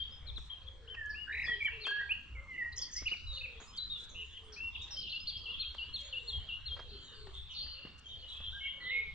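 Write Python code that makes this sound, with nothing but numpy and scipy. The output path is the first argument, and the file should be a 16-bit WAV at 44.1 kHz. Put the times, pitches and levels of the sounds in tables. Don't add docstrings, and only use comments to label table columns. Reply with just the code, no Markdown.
import sys
import numpy as np
from scipy import signal
from scipy.fft import rfft, irfft, next_fast_len
from scipy.io import wavfile
from scipy.ndimage import uniform_filter1d, map_coordinates

SR = 44100
rng = np.random.default_rng(int(sys.argv[2]) if len(sys.argv) > 2 else 0)


def wav_out(sig):
    wavfile.write(sys.argv[1], SR, np.round(np.clip(np.atleast_2d(sig).T, -1, 1) * 32767).astype(np.int16))


N = 403074

SYLLABLES = {"hold": (0, 0.06, -2.5, 0), "swell": (-0.15, 0.4, 16, 0), "sag": (0.85, -1.1, 2.7, 0),
             "settle": (2, 0.5, 6.5, 0), "fall": (1.6, -2.5, 6.5, 0), "plunge": (8, 1, -13.5, 0),
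             "drop": (-0.061, -2.16, 0.96, -0.58), "rise": (-2, 1.26, 2, 0.5), "lift": (-2.5, -0.1, 4, 0),
             "arch": (-0.96, -1.2, 0, 0), "peak": (-3.5, -7, 0, 1.5), "dip": (2.5, 2.5, -1, 0),
             "climb": (-3, 4, 6, -1), "crest": (-.45, -.35, -2, 0.24), "slur": (0.5, 0, 7, 4),
             "flick": (1.3, -0.1, -6, 5), "dive": (3.5, -5, -2.5, 0), "soar": (-2.2, 2.6, 12.5, 1)}
# start_s, syllable, length_s, pitch_hz, level_db
BLACKBIRD_WHISTLES = [(.96, "settle", 0.174, 1709, -46.5), (1.48, "arch", 0.046, 1937, -38.5),
                      (1.602, "sag", 0.029, 2307, -39.5), (1.666, "fall", 0.021, 1875, -44),
                      (1.875, "arch", 0.17, 1674, -43), (1.98, "lift", 0.059, 1904, -49),
                      (2.348, "settle", 0.058, 2106, -54.5), (2.478, "sag", 0.092, 2059, -51),
                      (2.575, "sag", 0.058, 1979, -41.5), (2.62, "hold", 0.075, 1890, -48.5),
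                      (2.875, "fall", 0.034, 1966, -64.5), (2.95, "rise", 0.062, 2080, -57.5),
                      (8.523, "slur", 0.072, 1620, -55), (8.603, "swell", 0.077, 2200, -48),
                      (8.655, "sag", 0.033, 2146, -54.5), (8.8, "swell", 0.096, 1985, -47),
                      (8.89, "slur", 0.12, 2179, -39)]
BLACKBIRD_CHIRPS = [(1.643, "sag", 0.03, 2330, -33.5), (2.088, "soar", .046, 2635, -34),
                    (3.053, "peak", .039, 2867, -36), (3.107, "peak", 0.039, 2918, -37)]
WARBLER_NOTES = [(0, "hold", 0.032, 3198, -40.5), (.265, "fall", 0.041, 3890, -49),
                 (.358, "fall", 0.025, 3840, -46), (.497, "arch", 0.045, 3270, -45.5),
                 (.668, "settle", 0.022, 3323, -49.5), (.875, "rise", 0.019, 3115, -53),
                 (.897, "hold", 0.047, 3074, -49.5), (.935, "fall", 0.019, 2930, -50.5),
                 (1.317, "crest", 0.12, 3937, -57.5), (1.14, "lift", 0.11, 2850, -48),
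                 (1.463, "sag", 0.09, 3275, -45), (1.653, "drop", 0.029, 3120, -42),
                 (1.81, "hold", 0.04, 4210, -52.5), (1.836, "fall", 0.021, 3680, -44.5),
                 (1.853, "crest", 0.066, 3223, -40), (1.848, "rise", 0.037, 2610, -45),
                 (3.265, "sag", 0.098, 3806, -47.5), (3.365, "sag", 0.022, 2920, -47),
                 (3.405, "settle", 0.018, 2550, -45), (3.433, "drop", 0.029, 2623, -42.5),
                 (3.772, "fall", 0.019, 4325, -42), (3.783, "hold", 0.084, 3990, -44),
                 (3.897, "arch", 0.048, 3800, -41), (3.955, "hold", 0.058, 3420, -48),
                 (4, "hold", 0.05, 4010, -57), (4.325, "lift", 0.083, 3207, -54.5),
                 (4.368, "sag", 0.012, 2920, -48.5), (4.56, "lift", 0.05, 2630, -50.5),
                 (4.6, "crest", 0.1, 2750, -43.5), (4.748, "sag", 0.018, 2800, -43),
                 (4.8, "slur", 0.051, 3715, -48), (4.965, "hold", 0.043, 3150, -42.5),
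                 (5.352, "hold", 0.021, 3272, -42), (7.545, "hold", .21, 4515, -54.5),
                 (7.58, "hold", .2, 4210, -53), (7.62, "sag", 0.069, 4670, -52.5),
                 (8.22, "hold", 0.11, 2925, -54.5), (8.445, "hold", .06, 3170, -49),
                 (8.6, "slur", 0.12, 3228, -45.5), (8.63, "hold", 0.072, 2776, -52.5)]
TWITTER_NOTES = [(4.964, "climb", 0.013, 4750, -49), (4.979, "dip", .027, 4900, -45),
                 (5.016, "fall", 0.017, 4500, -45), (5.198, "flick", 0.047, 5160, -50.5),
                 (5.366, "flick", .036, 5320, -57)]
CHIP_NOTES = [(1.092, "fall", 0.025, 5050, -58.5), (1.428, "fall", 0.039, 4990, -57.5),
              (3.074, "peak", 0.013, 4600, -52), (3.165, "peak", 0.009, 4720, -56),
              (3.598, "flick", 0.046, 7020, -63), (4.09, "fall", 0.014, 6730, -61.5),
              (4.522, "dive", 0.016, 5060, -54), (4.815, "dive", 0.015, 6430, -61),
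              (7.55, "fall", 0.03, 3930, -51)]
TREETOP_NOTES = [(.1, "crest", 0.077, 5100, -67), (3.3, "hold", 0.078, 6630, -73),
                 (3.67, "hold", 0.031, 5130, -62.5), (4.15, "hold", 0.23, 6920, -77.5),
                 (4.42, "arch", 0.069, 8400, -80), (6.015, "crest", 0.071, 6930, -67.5),
                 (6.1, "crest", 0.35, 7340, -75.5), (6.22, "hold", 0.12, 6880, -76.5),
                 (7, "sag", 0.082, 7000, -70.5), (7.1, "crest", 0.22, 7770, -83),
                 (7.3, "sag", 0.14, 8140, -83), (7.49, "plunge", 0.087, 5270, -72.5),
                 (8.03, "fall", 0.073, 6550, -75.5)]
FAR_NOTES = [(0, "fall", 0.047, 3434, -52.5), (1.7, "hold", 0.027, 2695, -41.5),
             (1.8, "hold", 0.048, 4350, -48.5), (2.512, "drop", 0.043, 2824, -56.5),
             (2.77, "lift", 0.025, 3353, -49), (3.72, "rise", 0.046, 3450, -50.5),
             (4.25, "lift", 0.073, 3420, -58.5), (4.44, "rise", 0.035, 3200, -60),
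             (4.95, "sag", 0.065, 4210, -57.5), (6.88, "sag", 0.038, 4320, -52),
             (6.91, "hold", 0.1, 3197, -55.5), (7, "sag", 0.11, 3780, -62), (7.12, "sag", 0.099, 4410, -59),
             (7.332, "hold", 0.034, 3480, -46), (7.475, "fall", 0.033, 3190, -50.5),
             (7.535, "hold", 0.085, 4380, -47.5), (7.55, "fall", 0.047, 3520, -49.5),
             (7.74, "hold", 0.11, 2804, -52), (8.04, "hold", 0.11, 3150, -50),
             (8.08, "fall", 0.03, 3490, -49.5), (8.15, "sag", .04, 4360, -60.5),
             (8.28, "fall", 0.033, 3600, -43.5), (8.33, "hold", 0.031, 3300, -50),
             (8.405, "settle", 0.029, 3345, -41.5), (8.51, "fall", .04, 3410, -48),
             (8.63, "hold", 0.078, 2947, -48), (8.8, "sag", 0.038, 4000, -52),
             (8.83, "rise", 0.067, 3506, -46.5), (8.86, "fall", 0.058, 3040, -51),
             (8.9, "sag", 0.077, 2443, -48)]
# time_s, left_minus_right_db
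WARBLER_PAN = [(0, 7.5), (1.6, 5), (3.3, 1.5), (5.3, 3.5)]
# offset_s, pitch_hz, level_db
HOOK_CONTOUR = [(0, 3950, -24), (.009, 4150, -13), (.018, 4290, 0), (.029, 4230, -1), (.037, 3700, -1),
                (.045, 3380, -5), (.054, 3260, -16), (.068, 3250, -4), (.098, 3250, -3), (.112, 3240, -18)]
SCOOP_CONTOUR = [(0, 3350, -12), (.005, 3050, 0), (.014, 2750, 0), (.026, 2670, -3), (.038, 2770, -2),
                 (.05, 2880, 0), (.06, 2870, -1), (.068, 2850, -12)]
# start_s, level_db, closing_gain_db
HOOK_REPEATS = [(5.262, -40.5, -5), (5.585, -35.5, -3.5), (5.926, -37, -4), (6.266, -38, 3),
                (6.647, -40, 3.5)]
SCOOP_REPEATS = [(5.121, -39, 0.49), (5.454, -42, 2.4), (5.78, -39.5, 1), (6.124, -38.5, 1.5),
                 (6.485, -40, 1.2)]
# start_s, length_s, start_hz, mid_hz, end_hz, level_db, swell_db, sweeps_per_s, depth_hz
TRILLS = [(1.267, 0.059, 1528, 1716, 1855, -43, 11.5, 72, 133),
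          (1.315, .16, 1980, 2282, 2056, -41, -0.5, 39.8, 402),
          (2.721, .016, 4500, 4370, 4200, -53.5, 0, 166, 450),
          (2.758, 0.038, 5680, 6050, 5670, -43, 17.5, 56, 890),
          (2.814, 0.033, 5580, 5140, 5180, -40, -10, 112, 643),
          (2.909, 0.039, 6400, 6450, 5660, -48, 27, 52, 760),
          (2.96, 0.036, 5460, 5410, 5370, -41.5, -13, 147, 606),
          (3.324, 0.094, 4034, 4027, 3964, -47.5, -5, 87, 424),
          (4.141, 0.101, 2640, 2902, 2720, -45.5, 9, 170, 127.6),
          (4.904, 0.049, 5800, 5395, 5280, -47, 4, 310, 152),
          (5.092, 0.039, 4380, 4130, 4600, -46.5, 0.5, 82, 270),
          (5.149, 0.018, 4570, 4520, 4300, -49.5, 5.5, 80, 350),
          (5.269, 0.041, 4400, 4440, 4730, -40, -9, 300, 172)]
# offset_s, length_s, start_hz, mid_hz, end_hz, level_db
COO_NOTES = [(0, 0.065, 428, 460, 567, -73.5), (0.521, 0.39, 562.5, 502.6, 401, -69),
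             (1.242, 0.055, 406, 438, 532, -71.5), (1.36, 0.17, 538, 457.5, 382, -67.5),
             (1.632, .25, 457, 431, 380, -64), (2.268, 0.11, 492, 531, 577, -75.5)]
# start_s, gain_db, growth_db_per_s
COO_REPEATS = [(.07, -6, 2.5), (2.74, -3, -5), (5.45, -1.5, -1), (8.18, -2, -6)]
# start_s, level_db, thud_gain_db, snap_gain_db
STEPS = [(0.38, -48.5, -3.5, -20), (0.943, -46, -15, -45), (1.057, -71, -8, 0.5), (1.475, -43.5, -16, -36),
         (1.493, -45.5, -2.5, -45.5), (1.847, -48, -13, -30), (1.867, -37, -23, -34.5),
         (1.875, -40.5, -23, -36), (1.909, -43.5, -19, -30), (1.965, -46, -23, -36),
         (2.01, -47, -22, -37.5), (3.02, -47, -1, -30), (3.118, -43, -4, -25), (3.601, -46, -10, -34),
         (3.614, -49.5, -6, -34), (5.744, -44.5, -20, -28.5), (6.72, -48.5, -25, -32),
         (6.765, -43.5, -19, -46), (6.778, -59, -13, -44), (6.792, -39.5, -30, -55), (6.81, -67, -10, -45),
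         (7.269, -45, -8, -41), (7.664, -51, -11.5, -51), (7.85, -49, 5.5, -51), (7.869, -53, -5, -49),
         (8.402, -48, -3, -33)]
# start_s, length_s, level_db
CRUNCHES = [(0.358, 0.15, -80), (1.284, 0.22, -85), (1.44, 0.074, -82), (1.621, .05, -77),
            (1.842, 0.084, -73), (3.64, 0.09, -78.5), (3.76, .03, -71.5), (3.963, .11, -73.5),
            (5.955, 0.078, -75), (7.305, 0.089, -83), (7.975, .03, -74.5), (8.255, 0.15, -80)]
# freq_hz, gain_db
SCUFF_SPECTRUM = [(200, -26), (500, -7), (800, -6.5), (1300, -3.5), (1800, -6), (2500, -14.5), (5000, -19),
                  (9000, -57.5)]
THUD_SPECTRUM = [(40, -17.5), (170, 4), (320, 0.5), (600, -6), (1500, -63.5)]
SNAP_SPECTRUM = [(800, -12.5), (3000, -1.5), (7000, 5.5), (11500, -21), (13000, -23.5)]
LEAF_SPECTRUM = [(1500, -13), (4000, 5), (7500, 10), (9500, -4), (11800, -13), (13000, -34)]
# time_s, level_db
WIND_LEVEL = [(0.0, -51.5), (0.1, -58.5), (0.41, -43.5), (0.46, -57.5), (1.78, -53), (1.86, -67),
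              (2.16, -55.5), (2.24, -70), (2.34, -50), (2.52, -63), (2.82, -51), (2.87, -64), (3.05, -50),
              (3.16, -64), (3.31, -41.5), (3.36, -55), (3.71, -62.5), (3.74, -56.5), (5.55, -57.5),
              (5.58, -50.5), (5.96, -57), (6.34, -52.5), (6.39, -41.5), (6.46, -56.5), (6.72, -48),
              (7.13, -61), (7.25, -54), (7.84, -58.5), (7.89, -65), (8.47, -52.5), (8.81, -64), (9.14, -50)]
CHORUS_LEVEL = [(0.0, -53.5), (0.94, -96), (1.42, -61.5), (2.04, -54), (2.52, -75), (3.33, -55.5),
                (3.64, -57.5), (3.97, -54), (4.58, -79), (4.81, -45), (5.5, -44.5), (6.59, -50.5),
                (7.28, -57), (7.64, -51), (8.02, -68), (8.35, -47.5), (8.73, -73), (9.14, -57)]
HIGH_TWITTER_LEVEL = [(0.0, -88.5), (4.4, -83.5), (5.09, -89), (5.98, -82.5), (6.19, -90), (6.49, -87.5),
                      (7.36, -83), (7.61, -98), (8.53, -82), (9.14, -92.5)]
# freq_hz, gain_db
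RUMBLE_SPECTRUM = [(15, -7.5), (30, -4.5), (62, 6.5), (90, -4), (130, -11.5), (220, -38.5), (400, -48.5),
                   (900, -81.5)]
EDDY_SPECTRUM = [(15, 8), (30, 1.5), (60, -17), (120, -25), (300, -67.5)]
CANOPY_SPECTRUM = [(100, 1.5), (200, -0.5), (330, -6.5), (700, -11), (1050, -5), (1500, -8.5),
                   (2200, -10.5), (4000, -17), (6000, -23.5), (8000, -33), (10000, -47), (11800, -52),
                   (12500, -50.5)]
CHORUS_SPECTRUM = [(2200, -31), (2650, 0.5), (3150, 6.5), (4200, -5.5), (4800, -11.5), (6000, -54)]
HIGH_TWITTER_SPECTRUM = [(4500, -15), (6000, -5.5), (7300, 0.5), (8200, -8), (9500, -20.5), (12000, -38.5)]
# freq_hz, t60_s
FOREST_T60 = [(300, .7), (1700, .56), (2400, .7), (3200, .88), (5000, .85), (8000, .65)]


def blackbird(pan_db=-1.5):
    whistles = pan(sing(BLACKBIRD_WHISTLES, taper=0.21, waver=0.005, waver_per_s=200), pan_db)
    chirps = pan(sing(BLACKBIRD_CHIRPS, taper=0.61, waver=0.0067, waver_per_s=180), pan_db)
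    return (forest(whistles, direct_db=3, echo_db=1.3, lag_us=62, side_db=-8.5, bloom_s=0.021)
            + forest(chirps, direct_db=0.5, echo_db=-3.5, lag_us=65, side_db=-7, bloom_s=0.0082))


def warblers():
    chirps = sing(WARBLER_NOTES, taper=0.15, waver=0.0094, waver_per_s=209)
    chirps = pan(chirps, over_time(WARBLER_PAN))
    motif = repeat_syllable(HOOK_CONTOUR, HOOK_REPEATS) + repeat_syllable(SCOOP_CONTOUR, SCOOP_REPEATS)
    motif = pan(motif, pan_db=3)
    return (forest(chirps, direct_db=0.5, echo_db=-2.5, lag_us=52, side_db=-2.5, bloom_s=0.019)
            + forest(motif, direct_db=-0.96, echo_db=-5, lag_us=32, side_db=-6, bloom_s=0.02))


def sing(notes, taper, waver, waver_per_s, slide_share=0.13):
    song = np.zeros(N)
    for start_s, syllable, length_s, pitch_hz, level_db in notes:
        start_semitones, end_semitones, swell_db, slide_semitones = SYLLABLES[syllable]
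        semitones = arc(length_s, start_semitones, 0, end_semitones)
        semitones -= slide_semitones * np.exp(-np.linspace(0, 1, len(semitones)) / slide_share)
        note = whistle(pitch_hz * 2 ** (semitones / 12), swell_db, taper, waver, waver_per_s)
        add(song, start_s, amp(level_db) * note)
    return song


def whistle(pitch_hz, swell_db, taper, waver, waver_per_s, attack_s=0.0024, flutter_db=1.5):
    n = len(pitch_hz)
    envelope = signal.windows.tukey(n, taper) * (1 - np.exp(-np.arange(n) / SR / attack_s))
    level_db = swell_db * np.linspace(-0.5, 0.5, n) + flutter_db * wobble(waver_per_s, n)
    unsteady_hz = pitch_hz * (1 + waver * wobble(waver_per_s, n))
    return unit_rms(envelope * amp(level_db) * tone(unsteady_hz))


def repeat_syllable(contour, repeats):
    song = np.zeros(N)
    offset_s, contour_hz, contour_db = np.transpose(contour)
    t = np.arange(int(offset_s[-1] * SR)) / SR
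    pitch_hz = uniform_filter1d(np.interp(t, offset_s, contour_hz), size=300)
    envelope = np.sqrt(2) * amp(np.interp(t, offset_s, contour_db)) * signal.windows.tukey(len(t), 0.1)
    closing = np.interp(t / offset_s[-1], [0.45, 0.55], [0, 1])
    for start_s, level_db, closing_db in repeats:
        detune = 1 + 0.0039 * rng.standard_normal()
        add(song, start_s, amp(level_db + closing_db * closing) * envelope * tone(pitch_hz * detune))
    return song


def trills(uneven_rad=0.25, accent_db=4, top_loss_db=2):
    song = np.zeros(N)
    for start_s, length_s, start_hz, mid_hz, end_hz, level_db, swell_db, sweeps_per_s, depth_hz in TRILLS:
        centre_hz = arc(length_s, start_hz, mid_hz, end_hz)
        n = len(centre_hz)
        phase = 2 * np.pi * sweeps_per_s * np.arange(n) / SR + uneven_rad * wobble(sweeps_per_s, n)
        height = np.abs((1 + signal.sawtooth(phase, 0.54)) / 2) ** 1.6
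        pulse = amp(accent_db * np.sin(phase) - top_loss_db * height)
        pitch_hz = centre_hz + depth_hz * (2.2 * height - 1)
        sweeps = whistle(pitch_hz, swell_db, taper=0.28, waver=0.008, waver_per_s=400)
        sweeps *= 1 + amp(-32) * tone(pitch_hz)
        add(song, start_s, amp(level_db) * unit_rms(pulse * sweeps))
    return forest(song, direct_db=0.47, echo_db=-2, lag_us=50, side_db=-6.5, bloom_s=0.007)


def small_birds():
    twitter = sing(TWITTER_NOTES, taper=0.15, waver=0.004, waver_per_s=220)
    chips = sing(CHIP_NOTES, taper=0.3, waver=0.026, waver_per_s=680)
    treetops = sing(TREETOP_NOTES, taper=0.7, waver=0.011, waver_per_s=110)
    return (forest(twitter, direct_db=-1.5, echo_db=-9.5, lag_us=35, side_db=-2, bloom_s=0.014)
            + forest(chips, direct_db=0, echo_db=5.5, lag_us=39, side_db=-1, bloom_s=0.0083)
            + forest(treetops, direct_db=-1, echo_db=4.5, lag_us=45, side_db=-10, bloom_s=0.0068))


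def far_birds(chatter_count=18, chatter_hz=3575, chatter_s=0.041, chatter_db=-64):
    names = list(SYLLABLES)
    chatter = []
    for when, which, stretch, height in rng.random((chatter_count, 4)):
        syllable = names[int(which * len(names))]
        pitch_hz = chatter_hz * np.exp(0.14 * (2 * height - 1))
        chatter.append((when * N / SR, syllable, chatter_s * (0.5 + stretch), pitch_hz, chatter_db))
    song = sing(FAR_NOTES + chatter, taper=0.091, waver=0.028, waver_per_s=400)
    return forest(song, direct_db=-11, echo_db=3, lag_us=66, side_db=-11, bloom_s=0.025)


def pigeon():
    song = np.zeros(N)
    for start_s, gain_db, growth_db_per_s in COO_REPEATS:
        for offset_s, length_s, start_hz, mid_hz, end_hz, level_db in COO_NOTES:
            pitch_hz = arc(length_s, start_hz, mid_hz, end_hz)
            coo = whistle(pitch_hz, swell_db=8.5, taper=0.34, waver=0.047, waver_per_s=130)
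            add(song, start_s + offset_s, amp(level_db + gain_db + growth_db_per_s * offset_s) * coo)
    return forest(song, direct_db=4.5, echo_db=5.5, lag_us=77, side_db=-9.5, bloom_s=0.0093)


def footsteps(attack_s=0.003, grit_db=-16.5):
    scuff, thud, snap = np.zeros((3, N))
    t = np.arange(SR // 4) / SR

    def burst(t60_s):
        return amp(-60 * t / t60_s) * (1 - np.exp(-t / attack_s))

    for start_s, level_db, thud_db, snap_db in STEPS:
        jerks = unit_rms(amp(6 * wobble(400, len(t))))
        grit = amp(grit_db) * jerks * burst(t60_s=0.14)
        add(scuff, start_s, amp(level_db + 4.5) * (burst(t60_s=0.017) + grit))
        add(thud, start_s, amp(level_db + thud_db + 6.5) * burst(t60_s=0.03))
        add(snap, start_s, amp(level_db + snap_db + 13.5) * burst(t60_s=0.033))
    layers = (scuff, SCUFF_SPECTRUM), (thud, THUD_SPECTRUM), (snap, SNAP_SPECTRUM)
    return sum(envelope * noise(spectrum, side_db=-13, patchy_db=1.5) for envelope, spectrum in layers)


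def leaves(cracks_per_s=5000, spread_db=3, surge_db=3, surges_per_s=70):
    crunches = np.zeros((2, N))
    for start_s, length_s, level_db in CRUNCHES:
        n = int(length_s * SR)
        cracks = (rng.random(n) < cracks_per_s / SR) * rng.standard_normal((2, n))
        cracks *= amp(spread_db * rng.standard_normal(n))
        surge = amp(surge_db * wobble(surges_per_s, n)) * signal.windows.tukey(n, 0.5)
        add(crunches, start_s, amp(level_db + 4.5) * unit_rms(cracks * surge))
    return filtered(crunches, lambda hz: amp(over_freq(LEAF_SPECTRUM, hz)))


def wind(buffet_db=2.06, buffets_per_s=14):
    rumble = noise(RUMBLE_SPECTRUM, side_db=-13, patchy_db=1)
    eddies = amp(-4) * noise(EDDY_SPECTRUM, side_db=0, patchy_db=1)
    level_db = over_time(WIND_LEVEL) + 0.5 + buffet_db * wobble(buffets_per_s, N)
    return pan(amp(level_db) * (rumble + eddies), pan_db=1)


def chorus():
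    song = noise(CHORUS_SPECTRUM, side_db=-3.5, patchy_db=7.5)
    twitter = noise(HIGH_TWITTER_SPECTRUM, side_db=4, patchy_db=-0.5)
    return amp(over_time(CHORUS_LEVEL) - 6) * song + amp(over_time(HIGH_TWITTER_LEVEL) + 4.5) * twitter


def canopy():
    return amp(-63) * noise(CANOPY_SPECTRUM, side_db=-7, patchy_db=4)


def forest(voice, direct_db, echo_db, lag_us, side_db, bloom_s):
    voice = voice * np.ones((2, 1))
    echo = np.zeros((2, N))
    mono, hop = voice.mean(0), SR // 2
    for centre in range(0, N, hop):
        is_last = centre + hop >= N
        crossfade = np.interp(np.arange(N), [centre - hop, centre, centre + hop], [0, 1, float(is_last)])
        first = max(0, centre - hop)
        segment = (mono * crossfade)[None, first:centre + hop]
        add(echo, first / SR, signal.fftconvolve(segment, trunk_response(side_db, bloom_s), axes=1))
    mix = amp(direct_db) * voice + amp(echo_db) * echo
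    delay_s = np.array([[0.5], [-0.5]]) * lag_us / 1e6
    return filtered(mix, lambda hz: np.exp(-2j * np.pi * hz * delay_s))


def trunk_response(side_db, bloom_s, near_t60_s=0.13):
    hz, t, spectra = signal.stft(rng.standard_normal((2, SR)), SR, nperseg=256)
    decay = amp(-60 * t / over_freq(FOREST_T60, hz)[:, None]) + 3.8 * amp(-60 * t / near_t60_s)
    single_trunks = amp(3 * rng.standard_normal(len(t)))
    build_up = 1 - np.exp(-t / bloom_s)
    mid, side = signal.istft(spectra * decay * single_trunks * build_up, SR, nperseg=256)[1]
    return unit_stereo(mid, side, side_db) / np.sqrt(len(mid))


def noise(spectrum, side_db, patchy_db):
    spectra = signal.stft(rng.standard_normal((2, N)), nperseg=512)[2]
    patches = uniform_filter1d(rng.standard_normal(spectra.shape[1:]), size=5, axis=0)
    patches = unit_rms(uniform_filter1d(patches, size=22, axis=1))
    pair = signal.istft(spectra * amp(patchy_db * patches), nperseg=512)[1][:, :N]
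    mid, side = filtered(pair, lambda hz: amp(over_freq(spectrum, hz)))
    return unit_stereo(mid, side, side_db)


def amp(db):
    return 10 ** (np.asarray(db) / 20)


def unit_rms(x):
    return x / np.sqrt(np.mean(x ** 2) + 1e-20)


def unit_stereo(mid, side, side_db):
    return unit_rms(np.array([mid + amp(side_db) * side, mid - amp(side_db) * side]))


def pan(x, pan_db):
    return x * amp(np.array([[0.5], [-0.5]]) * pan_db)


def tone(pitch_hz):
    return np.sin(2 * np.pi * np.cumsum(pitch_hz) / SR)


def arc(length_s, start, middle, end):
    parabola = np.polyfit([0, 0.5, 1], [start, middle, end], 2)
    return np.polyval(parabola, np.linspace(0, 1, int(length_s * SR)))


def wobble(knots_per_s, n):
    knots = rng.standard_normal(int(n * knots_per_s / SR) + 4)
    return map_coordinates(knots, [np.arange(n) * knots_per_s / SR])


def over_freq(points, hz):
    freq_hz, values = np.transpose(points)
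    return np.interp(np.log(hz + 1), np.log(freq_hz + 1), values)


def over_time(points):
    time_s, values = np.transpose(points)
    return np.interp(np.arange(N) / SR, time_s, values)


def filtered(x, response):
    size = next_fast_len(N + 8192)
    return irfft(rfft(x, size) * response(np.fft.rfftfreq(size, 1 / SR)), size)[..., :N]


def add(track, start_s, sound):
    part = track[..., max(0, round(start_s * SR)):][..., :sound.shape[-1]]
    part += sound[..., :part.shape[-1]]


def scene():
    birds = blackbird() + warblers() + trills() + small_birds() + far_birds() + pigeon()
    return birds + footsteps() + leaves() + wind() + chorus() + canopy()


def record(dry):
    return filtered(dry, lambda hz: hz < 12000)


dry = scene()
out = record(dry)
wav_out(out)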